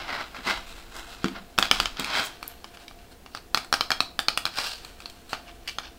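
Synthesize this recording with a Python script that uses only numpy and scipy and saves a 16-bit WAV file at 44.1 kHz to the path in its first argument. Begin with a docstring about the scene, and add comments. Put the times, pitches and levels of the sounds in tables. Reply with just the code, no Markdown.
"""Long nails drum on a small carton, first on a table close to the microphone, then held in the hands.
Each tap is a set of dying sines for the spot struck, the nail, the air inside and the panels.
Fingers rub and shift on the card: clumped random slips excite its broad resonances. The table top
answers with low thuds, and tiny ticks, perhaps a bracelet, ring in the treble. A quiet room with air,
a faint appliance hum and low shakes lies behind; near echoes and a short tail follow the hands."""
import sys
import numpy as np
from scipy import signal
from scipy.fft import rfft, irfft
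from scipy.io import wavfile
from scipy.ndimage import uniform_filter1d

SR = 44100
rng = np.random.default_rng(int(sys.argv[2]) if len(sys.argv) > 2 else 0)


def transcribe(signal):
    """Save signal, clipped to [-1, 1], as a 16-bit WAV file at the path in sys.argv[1]."""
    frames = np.atleast_2d(signal).T
    limited = np.clip(frames, -1, 1)
    pcm = np.round(limited * 32767).astype(np.int16)
    wavfile.write(sys.argv[1], SR, pcm)


N = 263718  # length in samples

# Nail taps on the carton. Each row: start in seconds, blow level in dB, pitch of the struck spot in Hz,
# hollowness in dB above the blow, nail hardness in dB above the blow.
NAIL_TAPS = [(0.0914, -40, 2050, 4, -22), (0.3469, -37, 2270, 10.5, -16), (0.3673, -32.5, 2570, -12, -22),
             (0.9658, -35.5, 5040, 5, 6), (1.2436, -18.5, 2680, 5.5, -7), (1.2831, -26, 3280, -2, -5),
             (1.5793, -18.5, 3200, -0.5, -19), (1.5868, -6, 3600, 1.5, -1), (1.6263, -9, 3380, -0.5, -8.5),
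             (1.713, -2, 3030, -5, -8), (1.8009, -9, 2980, -1.5, -4.5), (1.8571, -13.5, 3030, -5.5, -12),
             (1.9704, -27.5, 3320, -4, -24), (1.9974, -18.5, 3780, -7, 4), (2.0074, -25, 3220, -4, -20),
             (2.045, -18.5, 2340, -13, -1), (2.104, -22.5, 2030, -7, -25), (2.4285, -24.5, 2380, 1.5, -2),
             (2.48, -40.5, 5030, -19, 13), (2.6437, -29, 3140, 1, -7), (2.772, -35, 2900, -0.5, -12),
             (2.881, -28.5, 3770, -19, -6), (2.9112, -43, 2400, 8.5, -15), (2.989, -43, 2640, -11, -18),
             (3.262, -34, 2780, 2, -23), (3.3494, -27.5, 4900, 7.5, -0.5), (3.3734, -30, 4100, -4, -20),
             (3.5462, -7.5, 4240, -0.5, -3.5), (3.574, -14, 2240, 1.5, -11), (3.6466, -37, 2200, 3, 4),
             (3.727, -9, 4300, 2, -2), (3.7395, -9.5, 5500, 2, -9), (3.809, -8, 4180, -3, -9),
             (3.905, -15, 4630, 5.5, -1.5), (3.9172, -9, 4340, -3, -15), (4.0049, -7.5, 4010, -2, -8),
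             (4.1915, -11, 3510, -0.5, -2.5), (4.2842, -5, 4360, -6.5, -10), (4.375, -10.5, 2800, -2.5, -2),
             (4.454, -12.5, 4030, -2.5, -4), (4.4651, -20, 2440, 1, -30), (4.5858, -14.5, 4100, -2, -10),
             (4.8485, -31, 4280, -3, 2), (5.0034, -33, 2580, -2, -1), (5.0215, -36, 4000, -4, -12),
             (5.058, -24.5, 4260, -7.5, -11), (5.099, -34, 4080, -21, 2), (5.294, -37.5, 3950, -3, 3),
             (5.3311, -20, 840, 6.5, -12), (5.48, -41, 2760, -17, -12), (5.5135, -43.5, 3500, -13, -8),
             (5.676, -22.5, 2170, -37, -6), (5.6796, -21, 2970, -34, -4.5), (5.6878, -21, 2770, -11, -16),
             (5.6947, -23, 2900, -14, -17), (5.7854, -18.5, 3570, 2, -8)]
# What each part of a tap rings with: nail click, air inside, panels, hard tip of the nail.
# Each row: central pitch in Hz, relative level in dB before the scatter from blow to blow, t60 in seconds.
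NAIL_CLICK_MODES = [(4430, -45, 0.034), (4625, 22, 0.0062), (5090, 8.5, 0.022), (5670, 5.5, 0.015),
                    (6230, 9, 0.0071)]
INNER_AIR_MODES = [(300, -12.5, 0.038), (842, -5, 0.042), (1313, 19.5, 0.0073), (1635, 1.5, 0.016)]
PANEL_MODES = [(1868, 6.4, 0.048), (2537, 22.5, 0.016), (3260, 10, 0.042), (3325, 19, 0.016)]
NAIL_TIP_MODES = [(7300, 0, .002), (8600, 0, .002), (10300, -6, .002), (12200, -7, .002), (14500, -6, .002)]
SPOT_DB, NAIL_DB, PANEL_DB = -3.5, -1, -3  # relative to the blow
LIFTED_S = 2.3  # the carton leaves the table
HELD_PANEL_DB = -1.5  # the holding hand damps the panels

# Strokes of skin on card. Each row: start, rise, hold and fall in seconds, rasp level in dB,
# dull drag and fine hiss in dB above the rasp, pitch where the scrape gathers in Hz.
STROKES_ON_CARD = [(0, 0.00033, 0.003, 0.07, -38.5, 3, -20, 2000),
                   (0.022, .07, 0.12, 0.081, -41.5, 6.5, -19.5, 1870),
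                   (0.322, 0.033, 0.046, 0.047, -53.5, 8.5, -16, 2280),
                   (0.432, 0.038, 0.043, 0.11, -31, 2.5, -14.5, 1990),
                   (.64, .05, 0.034, .03, -57.5, -1, -3, 3800),
                   (.74, 0.025, 0.018, 0.13, -55.5, 4.5, -4, 3600),
                   (0.892, 0.066, 0.027, 0.13, -46, 3.5, -5.5, 2210),
                   (1.048, 0.05, .01, 0.18, -48, 0, -7.5, 2170),
                   (1.188, 0.07, 0.0042, 0.024, -44.5, 0, -18, 3030),
                   (1.312, 0.052, .005, 0.045, -45.5, 7.5, -27, 2220),
                   (1.598, 0.052, .005, 0.061, -34, -4, -16, 3320),
                   (1.709, 0.034, 0.075, 0.15, -38.5, -0.8, -12, 3160),
                   (1.942, 0.053, 0.14, 0.072, -39.5, 1.5, -23, 3110),
                   (2.072, 0.082, 0.045, 0.13, -30, 1, -13, 3100),
                   (2.21, .035, .02, 0.041, -51, -24, 7, 3100),
                   (2.382, 0.12, 0.011, 0.056, -57, 3, -15, 2460),
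                   (2.735, 0.0075, 0.0065, 0.018, -52.5, 1, -6, 2680),
                   (2.79, 0.01, .03, 0.042, -57, 1, -7, 3940),
                   (2.98, .015, .02, 0.12, -67.5, 5.5, -6, 2800),
                   (3.09, 0.023, 0.011, 0.032, -61.5, 2, -4, 4300),
                   (3.312, 0.047, 0.0062, 0.017, -48, -23, -17, 4500),
                   (4.512, 0.061, 0.086, 0.12, -36.5, -1, -9.5, 4650),
                   (4.6, 0.072, 0.06, 0.09, -42.5, -10, -8.5, 4400),
                   (5.282, 0.017, 0.026, 0.048, -53.5, -2, -4, 4120),
                   (5.323, .01, 0.0093, 0.047, -40, -1, -17, 1270),
                   (5.428, 0.063, .005, 0.021, -54, 5, -17, 2880),
                   (5.622, 0.062, .01, 0.04, -56.5, 5, -18, 2900),
                   (5.782, 0.065, .005, 0.076, -46.5, -4.5, -37, 3700)]
SWELL_DB = 25  # climbed in the rise time, lost in each fall time
# Fingers resting and shifting on the card. 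Each row: time in seconds, rasp level in dB.
FINGER_GRIP = [(0, -57), (.6, -53.5), (.85, -58), (1.3, -61.5), (2.3, -61.5), (2.7, -63), (3.2, -72),
               (4.6, -74), (4.85, -55), (5.07, -61), (5.17, -61.5), (5.98, -66)]
GRIP_DRAG_DB, GRIP_HISS_DB = -0.8, -8  # above the rasp
# Resonances of rubbed card: rough, dull and fine. Each row: pitch in Hz before the table or the
# hands shift it, width in Hz of the first of two filter passes, relative level in dB.
RASP_BANDS = [(2680, 470, 1), (3390, 600, -4), (4070, 485, 0.5), (5200, 1080, -7)]
DRAG_BANDS = [(749, 423, 3.5), (1125, 193, 5), (1451, 380, 7.5), (2230, 350, 2)]
HISS_BANDS = [(7400, 2400, 0), (9000, 2600, -2), (11500, 3500, -6), (13500, 3500, -7), (15500, 3000, -9)]
FOCUS_DB, FOCUS_WIDTH = -3, 0.11  # gathered scrape: dB above the rasp, width of each pass per pitch

# Answers of the table top. Each row: start in seconds, level in dB.
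TABLE_THUDS = [(0.385, -39), (0.461, -33), (1.2431, -15.5), (1.585, -24), (1.712, -33), (1.802, -33.5),
               (1.994, -26)]
# Low wooden modes of the table. Each row: central pitch in Hz, relative level in dB, both before a slight
# scatter, t60 in seconds.
TABLE_MODES = [(198.5, -5.5, 0.19), (263, 0, 0.074), (333, -2, 0.065), (433.4, -10.5, 0.1)]
# Tiny high ticks, perhaps a bracelet. Each row: start in seconds, level in dB, pitch in Hz.
BRACELET_TICKS = [(2.2538, -23, 15300), (2.2634, -24, 9150), (2.4788, -16.5, 12300)]

# Echoes off the table top and near things. Each row: delay in seconds, level in dB against the direct sound.
NEAR_ECHOES = [(.0043, -33.5), (.0075, -20.5), (0.012, -29), (.019, -32.5)]
# Dying away of the room. Each row: frequency in Hz, t60 in seconds.
ROOM_DECAY = [(250, 0.42), (700, 0.36), (1700, 0.26), (4500, 0.3), (9000, 0.21), (15000, 0.27)]
# Colour of room air and preamp hiss. 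Each row: frequency in Hz, relative density in dB per Hz.
AIR_SPECTRUM = [(12, -46), (20, -10.5), (65, -33), (91, -6), (142, -9), (277, -3), (319, -30), (347, -6.5),
                (410, -9), (446, -8), (642, -12), (698, -6.5), (873, -15.5), (12400, -28.5), (16000, -26)]
AIR_DB = -53.5
# Appliance hum. Each row: pitch in Hz, width in Hz, level in dB.
HUM_LINES = [(61, 13.4, -58.5), (334, 6.3, -63), (463, 5.2, -67), (696, 5.1, -61.5)]
# Handling shakes the table under the microphone. Each row: time in seconds, level in dB.
TABLE_SHAKE = [(0.0, -49), (0.43, -53), (0.6, -45), (1.55, -52.5), (1.8, -40.5), (2.2, -53.5), (2.7, -55.5),
               (5.98, -50.5)]
EDGE_HZ = 15800  # upper band limit


def gain_of(db):
    """Turns decibels into an amplitude factor."""
    return 10 ** (np.asarray(db) / 20)


def evened(x):
    """Brings a signal to an RMS of 1."""
    return x / np.sqrt(np.mean(x ** 2) + 1e-20)


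def read(points, hz):
    """Reads a curve between its points along a log frequency axis."""
    f, value = np.transpose(points)
    return np.interp(np.log(hz + 1), np.log(f + 1), value)


def over_time(points):
    """Reads a curve between its points at every sample of the scene."""
    return np.interp(np.arange(N) / SR, *np.transpose(points))


def add(mix, s, sound):
    """Lays a sound into the mix from s seconds on, cut at the end."""
    part = mix[round(s * SR):][:len(sound)]
    part += sound[:len(part)]


def resonate(x, hz, width):
    """Shifts hz down to zero, smooths, and shifts back: a resonance of gain 1."""
    turn = np.exp(2j * np.pi * np.cumsum(hz * np.ones(len(x))) / SR)
    pole = np.exp(-np.pi * abs(width) / SR)
    smooth = signal.lfilter([1 - pole], [1, -pole], x / turn)
    return 2 * (turn * smooth).real


def resonate_twice(x, hz, width, widening=1):
    """Two resonances in a row, for steeper skirts; the second is wider by the given factor."""
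    return resonate(resonate(x, hz, width), hz, widening * width)


def ring(modes, chance, rise_s):
    """Dying sines of peak 1; chance shifts and reweights the modes from blow to blow."""
    hz, db, t60 = np.transpose(modes)[:, :, None]
    t = np.arange(SR // 4) / SR
    shift, weight = chance[:, :len(modes), None]
    hz = hz * (1 + .055 * shift)
    db = db + 3.5 * weight
    lines = gain_of(db - 60 * t / t60) * np.sin(2 * np.pi * hz * t)
    sound = lines.sum(0) * (1 - np.exp(-t / rise_s))
    return sound / abs(sound).max()


def taps():
    """Each blow sounds the spot struck, the nail, the air inside the carton and its panels."""
    out = np.zeros(N)
    chances = rng.standard_normal((len(NAIL_TAPS), 4, 2, 5))
    for (s, blow_db, spot_hz, hollow_db, hard_db), c in zip(NAIL_TAPS, chances):
        panel_db = PANEL_DB + HELD_PANEL_DB * (s > LIFTED_S)
        spot = [(spot_hz, 0, .008)]
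        add(out, s, gain_of(blow_db + SPOT_DB) * ring(spot, np.zeros((2, 1)), 0.00036))
        add(out, s, gain_of(blow_db + NAIL_DB) * ring(NAIL_CLICK_MODES, c[0], .0001))
        add(out, s, gain_of(blow_db + hollow_db) * ring(INNER_AIR_MODES, c[1], 0.00022))
        add(out, s, gain_of(blow_db + panel_db) * ring(PANEL_MODES, c[2], .0001))
        add(out, s, gain_of(blow_db + hard_db) * ring(NAIL_TIP_MODES, c[3], .00004))
    return out


def rub():
    """Dense slips of uneven size, arriving in clumps, excite the card's broad resonances."""
    clumps = evened(uniform_filter1d(uniform_filter1d(rng.standard_normal(N), 120), 120))
    size = gain_of(2.66 * np.minimum(rng.exponential(1, N), 4) + 2.0 * clumps)
    direction = rng.choice([-1, 1], N)
    happens = rng.random(N) < 6000 / SR  # about 6000 slips a second
    slips = size * direction * happens
    on_table = np.arange(N) < LIFTED_S * SR
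    pitch_shift = np.where(on_table, .96, 1.04)  # off the table the card sounds a little higher
    levels, drag = pressure()
    out = np.zeros(N)
    for bands, level in zip((RASP_BANDS, DRAG_BANDS, HISS_BANDS), levels):
        body = np.zeros(N)
        for k, (hz, width, db) in enumerate(bands):
            sign = (-1) ** k  # neighbouring bands in opposite phase
            body += sign * gain_of(db) * resonate_twice(slips, hz * pitch_shift, width, 1.98)
        out += level * evened(body)
    # until the lift, the table top rumbles with the drag
    table_top = evened(resonate_twice(slips, 315, 330)) * on_table
    return out + scrape(slips) + gain_of(-15.5) * drag * table_top


def pressure():
    """Levels of rasp, drag and hiss: grip, strokes, and a short skid of the nail after each tap."""
    part_offsets_db = np.array([[0], [GRIP_DRAG_DB], [GRIP_HISS_DB]])
    levels = gain_of(over_time(FINGER_GRIP) + part_offsets_db)
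    for start, rise, hold, fall, db, drag_db, hiss_db, _ in STROKES_ON_CARD:
        for level, part_db in zip(levels, (0, drag_db, hiss_db)):
            add(level, start, gain_of(db + part_db) * swell(rise, hold, fall))
    drag_without_skids = levels[1].copy()
    t = np.arange(SR // 5) / SR
    skid = gain_of(-60 * t / 0.16) * (1 - np.exp(-t / 0.00033))
    for s, blow_db, _, hollow_db, hard_db in NAIL_TAPS:
        for level, part_db in zip(levels, (-29, hollow_db - 27, hard_db - 27)):
            add(level, s, gain_of(blow_db + part_db) * skid)
    return levels, drag_without_skids


def scrape(slips):
    """Within each stroke the slips gather on one patch of card with its own pitch."""
    out = np.zeros(N)
    for start, rise, hold, fall, db, _, _, hz in STROKES_ON_CARD:
        shape = swell(rise, hold, fall)
        part = slips[round(start * SR):][:len(shape)]
        patch = resonate_twice(part, hz, FOCUS_WIDTH * hz)
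        add(out, start, gain_of(db + FOCUS_DB) * shape[:len(part)] * evened(patch))
    return out


def swell(rise, hold, fall):
    """A stroke climbs, holds and dies away over two fall times, straight in dB."""
    rise, hold, fall = np.abs([rise, hold, fall])
    t = np.arange(0, rise + hold + 2 * fall, 1 / SR)
    climb_left = 1 - t / rise
    fallen = (t - rise - hold) / fall
    return gain_of(-SWELL_DB * np.maximum(0, np.maximum(climb_left, fallen)))


def table():
    """The table top answers in low wooden modes, ringing longer than the card."""
    out = np.zeros(N)
    chances = rng.standard_normal((len(TABLE_THUDS), 2, 5))
    for (s, db), c in zip(TABLE_THUDS, chances):
        add(out, s, gain_of(db) * ring(TABLE_MODES, 0.038 * c, 0.0018))  # almost the same each time
    return out


def bracelet():
    """Tiny hard ticks high in the treble, each a single sine dying within milliseconds."""
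    out = np.zeros(N)
    for s, db, hz in BRACELET_TICKS:
        add(out, s, gain_of(db) * ring([(hz, 0, .0013)], np.zeros((2, 1)), .0001))
    return out


def room(x, tail_db):
    """A few near echoes, and sparse reflections of random sign, each band dying at its own speed."""
    sparse = np.zeros((3, SR // 2))
    slots = np.arange(260, SR // 2 - 20, 20)  # one reflection in every 20 samples
    at = slots + rng.integers(0, 20, (3, len(slots)))
    np.put_along_axis(sparse, at, rng.choice([-1., 1.], at.shape), 1)
    hz, t, z = signal.stft(sparse, SR, nperseg=256)
    decay = gain_of(-60 * t / read(ROOM_DECAY, hz)[:, None])
    tails = signal.istft(z * decay, SR, nperseg=256)[1]
    tails = tails / np.linalg.norm(tails[0])
    # the hands keep moving, so the sound path turns among three tails, 3.1 times a second
    turn = 2 * np.pi * (3.1 * np.arange(N) / SR + np.arange(3)[:, None] / 3)
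    sends = x * np.sqrt(2 / 3) * np.cos(turn)
    wet = signal.fftconvolve(sends, tails, axes=1)
    out = x + gain_of(tail_db) * wet.sum(0)[:N]
    for s, db in NEAR_ECHOES:
        add(out, s, gain_of(db) * x)
    return out


def background():
    """Steady coloured noise for air and preamp, narrow noise for a wavering hum, low table shakes."""
    hz = np.fft.rfftfreq(N, 1 / SR)
    air = irfft(rfft(rng.standard_normal(N)) * gain_of(read(AIR_SPECTRUM, hz)), N)
    hum = np.zeros(N)
    for line_hz, width, db in HUM_LINES:
        hum += gain_of(db) * evened(resonate(rng.standard_normal(N), line_hz, width))
    shake = evened(resonate_twice(rng.standard_normal(N), 20.5, 44))
    return gain_of(AIR_DB) * evened(air) + hum + gain_of(over_time(TABLE_SHAKE)) * shake


def scene():
    """Everything near the microphone sounds in the room; the background lies under it."""
    near = taps() + table() + bracelet() + rub()
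    return (room(near, tail_db=-11) + background())[None]


def record(dry):
    """The converter clips at full scale; then the band limit."""
    clipped = np.clip(dry, -1, 1)
    low_pass = signal.firwin(511, EDGE_HZ, window=("kaiser", 9), fs=SR)
    return signal.oaconvolve(clipped, low_pass[None], "same")


dry = scene()
out = record(dry)
transcribe(out)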